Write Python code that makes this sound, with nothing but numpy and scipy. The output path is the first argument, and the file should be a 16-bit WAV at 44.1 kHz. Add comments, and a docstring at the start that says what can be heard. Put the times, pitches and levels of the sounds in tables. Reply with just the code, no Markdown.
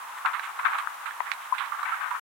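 """Over the soft hiss of a quiet room come short, thin rubs: two cotton-gloved hands, one left, one right,
shift their grip on the plastic casing of a computer lying on a table. Stick-slip friction of the cloth
drives the shell, fingertip bumps set it ringing, and the rim ticks and gives one sharp click.
Light plastic radiates low frequencies poorly, so there is almost no bass."""
import sys
import numpy as np
from scipy import signal
from scipy.fft import rfft, irfft
from scipy.io import wavfile

SR = 44100
rng = np.random.default_rng(int(sys.argv[2]) if len(sys.argv) > 2 else 0)


def generate_wav(sig):
    """Save sig (samples, or channels by samples) to the path in sys.argv[1] as 16-bit PCM at SR."""
    pcm = np.round(np.clip(np.atleast_2d(sig).T, -1, 1) * 32767).astype(np.int16)
    wavfile.write(sys.argv[1], SR, pcm)


N = 103635
T = np.arange(N) / SR

# Room noise. Each row: frequency in Hz, relative spectral density in dB.
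ROOM_SPECTRUM = [(25, -47), (60, -39), (150, -39), (280, -32), (420, -28), (560, -22), (700, -13.5),
                 (880, -2), (1100, 1), (1350, -2.5), (1700, -7.5), (2300, -13.5), (3000, -18.5),
                 (3900, -23), (4800, -36.5), (16000, -52.5)]
# Microphone hiss. Each row: frequency in Hz, relative spectral density in dB.
HISS_SPECTRUM = [(100, -15), (2000, -4.5), (4800, -3), (7500, -0.5), (10500, -1), (13000, -3),
                 (16000, -4.5)]
# Electrical whine. Each row: frequency in Hz, level in dB.
WHINE_TONES = [(11025, -74), (14700, -75.5)]
# Hollow note of the casing. One row: start, rise and decay constant in seconds, level in dB,
# pitch in Hz, left minus right in dB.
HOLLOW_NOTE = (0.646, .014, .010, -48, 405, -8)
# Rim clicks. Each row: start in seconds, level in dB, tilt in dB per octave, left minus right in dB.
RIM_CLICKS = [(0.2595, -15.5, -3, 12), (0.3958, -22, 0, -15), (0.443, -32, 10, -11), (1.317, -6, -6.5, -21),
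              (1.3202, -17.5, -1, -13.5), (1.3362, -24, 11.5, -18.5), (1.6590, -25, 1, -16.5),
              (1.832, -30, 12, -14)]
# Modes of the rim. Each row: frequency in Hz, relative level in dB, seconds to decay by 60 dB.
RIM_MODES = [(1200, -12, .016), (1767, -4.5, .012), (2230, 9.5, 0.0063), (3365, -8, 0.015),
             (3890, -6.5, 0.015), (5180, -11.5, 0.0052), (8000, -15.5, .004)]
# Noise burst of a click. Each row: frequency in Hz, relative level in dB.
CRACK_SPECTRUM = [(300, -39.5), (800, -13.5), (1400, 2), (2200, -1), (3000, -8), (4000, 9), (5000, -26),
                  (8000, -14), (12000, -28.5), (16000, -36)]
# Fingertip bumps. Each row: start in seconds, level in dB, pitch in Hz, rise and decay constant
# in seconds, relative overtone level in dB, left minus right in dB.
FINGER_BUMPS = [ (0.2577, -13, 1417, 0.0012, 0.0029, -12.5, 11),
                (0.3953, -11, 1610, 0.00056, 0.00099, -35, -15),
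                (0.8724, -10, 1370, 0.0012, 0.00062, -44, 24),
                (1.1085, -22, 1720, 0.0014, 0.0018, -18, -17), (1.2043, -8.5, 1000, 0.00048, .0021, -9, 20),
                (1.5232, -9, 1032, 0.0021, .0070, -42, 23),
                (1.8535, -23.5, 2253, 0.0019, 0.0045, -33.5, 22),
                (1.92, -18, 1315, .0030, 0.012, -29.5, -13), (2.016, -26, 1565, 0.0028, 0.0028, -18, 19),
                (2.1105, -20, 984, 0.0056, 0.0088, -25.5, -16)]
# Response of the shell to a slip. Each row: frequency in Hz, relative gain in dB.
SHELL_RESPONSE = [(100, -59.5), (300, -45), (420, -48.5), (550, -29), (700, -12.5), (900, -3), (1150, 4.5),
                  (1450, 2), (1800, -3), (2300, -7), (2900, -15), (3900, -22), (4800, -42.5), (8000, -48),
                  (16000, -61.5)]
# Fizz of the weave. Each row: frequency in Hz, relative level in dB.
CLOTH_SPECTRUM = [(1000, -24), (4000, -13), (6000, 0.5), (8000, 7), (11000, -5.5), (16000, -12.5)]
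# Glove rubs. Each row: start, rise and decay constant in seconds, level in dB, resonance of the touched
# spot in Hz, tilt in dB per octave, relative fizz level in dB, left minus right in dB.
GLOVE_RUBS = [ (0.167, 0.016, 0.0076, -35.5, 1210, 6.5, -15, 3),
              (0.246, 0.0088, .012, -18.5, 1340, -6, -38, -27),
              (0.258, 0.0025, 0.032, -17, 1320, -1.5, -38, 15.5),
              (0.331, 0.0095, 0.036, -23.5, 1090, 3.5, -36, -17),
              (0.424, 0.017, .036, -31, 2840, 2.5, -19, -11),
              (0.470, 0.0091, 0.027, -29.5, 1280, -7, -35, 12),
              (0.588, 0.0087, 0.0092, -22.5, 1100, -2, -31, 14),
              (0.584, 0.0072, 0.11, -29.5, 1210, 0.5, -29, -25),
              (0.630, 0.039, 0.078, -26.5, 1140, -5.5, -42, -34),
              (0.648, 0.0083, 0.025, -16, 1560, 2, -44, 23), (0.689, 0.057, 0.09, -28.5, 1110, 0, -37, 7),
              (0.725, 0.013, 0.029, -23, 1200, 1.5, -37, -31),
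              (0.782, 0.0053, 0.012, -21, 1200, 7.5, -22, -17),
              (1.056, 0.0065, 0.032, -27.5, 1250, 5, -25, -25),
              (1.255, 0.014, 0.049, -32, 2050, -1, -29, -28), (1.405, 0.019, 0.054, -44, 3300, 10, -23, -9),
              (1.535, 0.013, 0.035, -30.5, 1370, 4, -32, -30),
              (1.581, 0.0016, 0.019, -25, 3880, 7.5, -24.5, -18),
              (1.601, 0.0057, 0.047, -24, 1020, 3.5, -39, -19),
              (1.713, 0.015, 0.025, -23.5, 1310, -5, -42, -20),
              (1.784, 0.012, 0.027, -27, 1280, 0.5, -32, 12.5),
              (1.828, 0.0022, 0.014, -24, 1220, -2.5, -26, -20),
              (1.851, 0.0029, 0.1, -27, 2040, 0, -39, 16), (1.875, 0.017, 0.027, -28.5, 1420, 0, -34, -15),
              (1.913, 0.01, 0.063, -27.5, 1430, 0.5, -29, -29),
              (2.007, 0.01, 0.055, -23, 1570, -1, -33.5, 25),
              (2.105, 0.0076, 0.035, -26, 945, -2.5, -28, -20),
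              (2.139, 0.018, 0.023, -27.5, 1370, -3, -32, 33)]

TILT_PIVOT_HZ = 1330


def undb(db):
    """Amplitude grows tenfold for every 20 dB."""
    return 10 ** (np.asarray(db) / 20)


def unit(x):
    """Normalisation to an rms of 1."""
    return x / np.sqrt(np.mean(x ** 2))


def colour(x, points, tilt_db=0, spot_hz=1000, spot_db=0):
    """Minimum-phase filtering by a spectrum, a tilt per octave and one resonance; the result has rms 1."""
    size, spot_octaves = 2048, 0.38
    hz, db = np.array(points, float).T
    octave = np.log2(np.maximum(np.arange(size // 2 + 1) * SR / size, 1))
    curve_db = np.interp(octave, np.log2(hz), db)
    curve_db += tilt_db * np.clip(octave - np.log2(TILT_PIVOT_HZ), -1, 2)
    curve_db += spot_db / (1 + ((octave - np.log2(spot_hz)) / spot_octaves) ** 2)
    cepstrum = irfft(np.log(undb(curve_db)))
    cepstrum[1:size // 2] *= 2  # folding the cepstrum makes the filter causal
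    cepstrum[size // 2 + 1:] = 0
    impulse_response = irfft(np.exp(rfft(cepstrum)))
    return unit(signal.fftconvolve(x, impulse_response)[:len(x)])


def place(x, pan_db):
    """A level difference between left and right gives direction, at constant total power."""
    gains = undb(np.array([[pan_db], [-pan_db]]) / 2)
    return x * gains / np.sqrt(np.sum(gains ** 2))


def swell(start, rise, decay):
    """Envelope of a damped vibration: a smooth rise, then exponential decay."""
    age = T - start
    attack = np.sin(np.pi / 2 * np.clip(age / rise, 0, 1))
    return attack * np.exp(-np.maximum(age - rise, 0) / decay)


def waver(points_per_s):
    """Linear interpolation between random points gives a slow fluctuation of rms 1."""
    points = rng.standard_normal(N // 100)
    return unit(np.interp(T * points_per_s, np.arange(len(points)), points))


def radiate(x, cutoff_hz):
    """Radiation efficiency: light plastic gives off hardly any sound below a cutoff."""
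    return signal.sosfilt(signal.butter(5, cutoff_hz, btype="high", fs=SR, output="sos"), x)


def background(coherence=0.26):
    """Noise floor: wavering, partly coherent room noise, even microphone hiss and a faint whine."""
    common = np.sqrt(coherence) * rng.standard_normal(N)
    room = np.zeros((2, N))
    for side in range(2):
        noise = common + np.sqrt(1 - coherence) * rng.standard_normal(N)
        room[side] = colour(noise, ROOM_SPECTRUM) * undb(1.07 * waver(points_per_s=35))
    hiss = np.array([colour(rng.standard_normal(N), HISS_SPECTRUM) for _ in range(2)])
    whine = sum(undb(db) * np.sqrt(2) * np.sin(2 * np.pi * hz * T) for hz, db in WHINE_TONES)
    return undb(-39.5) * room + undb(-51) * hiss + whine


def reflections(x, t60_s=0.09, delay_s=0.0027, level_db=-11.5):
    """Reverberation: table and walls return a short, weak tail, mostly on the side of the source."""
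    age = T[:N // 8]
    envelope = np.exp(-np.log(1000) * age / t60_s) * (age > delay_s)
    tail = rng.standard_normal((2, len(age))) * envelope
    tail /= np.sqrt(np.sum(tail ** 2, axis=1, keepdims=True))
    return undb(level_db) * signal.fftconvolve(x, tail, axes=1)[:, :N]


def casing_note():
    """Resonance: the casing gives a faint hollow note as the leaning hand lifts off."""
    start, rise, decay, db, hz, pan_db = HOLLOW_NOTE
    return place(undb(db) * swell(start, rise, decay) * np.sin(2 * np.pi * hz * T), pan_db)


def rim_clicks(crack_db=-14.5):
    """Impulses excite a crack and the rim's damped modes: light ticks, and one snap with two rebounds."""
    out = np.zeros((2, N))
    for start, db, tilt_db, pan_db in RIM_CLICKS:
        age = np.maximum(T - start, 0)
        ring = np.zeros(N)
        for hz, mode_db, t60 in RIM_MODES:
            gain = undb(mode_db + tilt_db * np.log2(hz / TILT_PIVOT_HZ))
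            ring += gain * np.sin(2 * np.pi * hz * age) * np.exp(-np.log(1000) * age / t60)
        noise = colour(rng.standard_normal(N), CRACK_SPECTRUM, tilt_db)
        crack = undb(crack_db) * swell(start, rise=0.0003, decay=0.0028) * noise
        out += place(undb(db) * (ring / np.abs(ring).max() + crack), pan_db)
    return radiate(out, cutoff_hz=920)


def fingertip_bumps(overtone_ratio=1.91):
    """Free vibration: bumped by a padded finger, the shell rings briefly at the pitch of that spot."""
    out = np.zeros((2, N))
    for start, db, hz, rise, decay, overtone_db, pan_db in FINGER_BUMPS:
        phase = 2 * np.pi * hz * (T - start)
        tone = np.sin(phase) + undb(overtone_db) * np.sin(overtone_ratio * phase)
        out += place(undb(db) * swell(start, rise, decay) * tone, pan_db)
    return radiate(out, cutoff_hz=673)


def stick_slip(slips_per_s=2600, spread_db=2.5):
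    """Stick-slip friction: cloth catches and lets go in tiny, uneven jerks over a smooth drag."""
    jerks = (rng.random(N) < slips_per_s / SR) * np.sign(rng.standard_normal(N))
    sizes = undb(spread_db * np.minimum(rng.exponential(size=N), 4))
    drag = 0.31 * rng.standard_normal(N)
    return unit(jerks * sizes) + drag


def glove_rubs():
    """Forced vibration: each rub's friction shakes the shell at its own spot, and the weave adds fizz."""
    out = np.zeros((2, N))
    for start, rise, decay, db, spot_hz, tilt_db, fizz_db, pan_db in GLOVE_RUBS:
        friction = stick_slip()
        # A higher tilt stands for a faster, brighter slide.
        shell = colour(friction, SHELL_RESPONSE, tilt_db, spot_hz, spot_db=5.5)
        fizz = undb(fizz_db) * colour(friction, CLOTH_SPECTRUM)
        out += place(undb(db) * swell(start, rise, decay) * (shell + fizz), pan_db)
    return radiate(out, cutoff_hz=407)


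def scene():
    """Superposition: the sounds of the hands add to their reflections, the hollow note and the noise."""
    hands = glove_rubs() + fingertip_bumps() + rim_clicks()
    return hands + reflections(hands) + casing_note() + background()


def record(dry, silent_from_s=2.199, fade_s=0.0051, cutoff_hz=15950):
    """Gating and band limiting: a quick fade to silence, then a steep low-pass on the highest treble."""
    fade = np.sin(np.pi / 2 * np.clip((silent_from_s - T) / fade_s, 0, 1)) ** 2
    lowpass = signal.ellip(10, 0.2, 80, cutoff_hz, fs=SR, output="sos")
    return signal.sosfilt(lowpass, dry * fade)


dry = scene()
out = record(dry)
generate_wav(out)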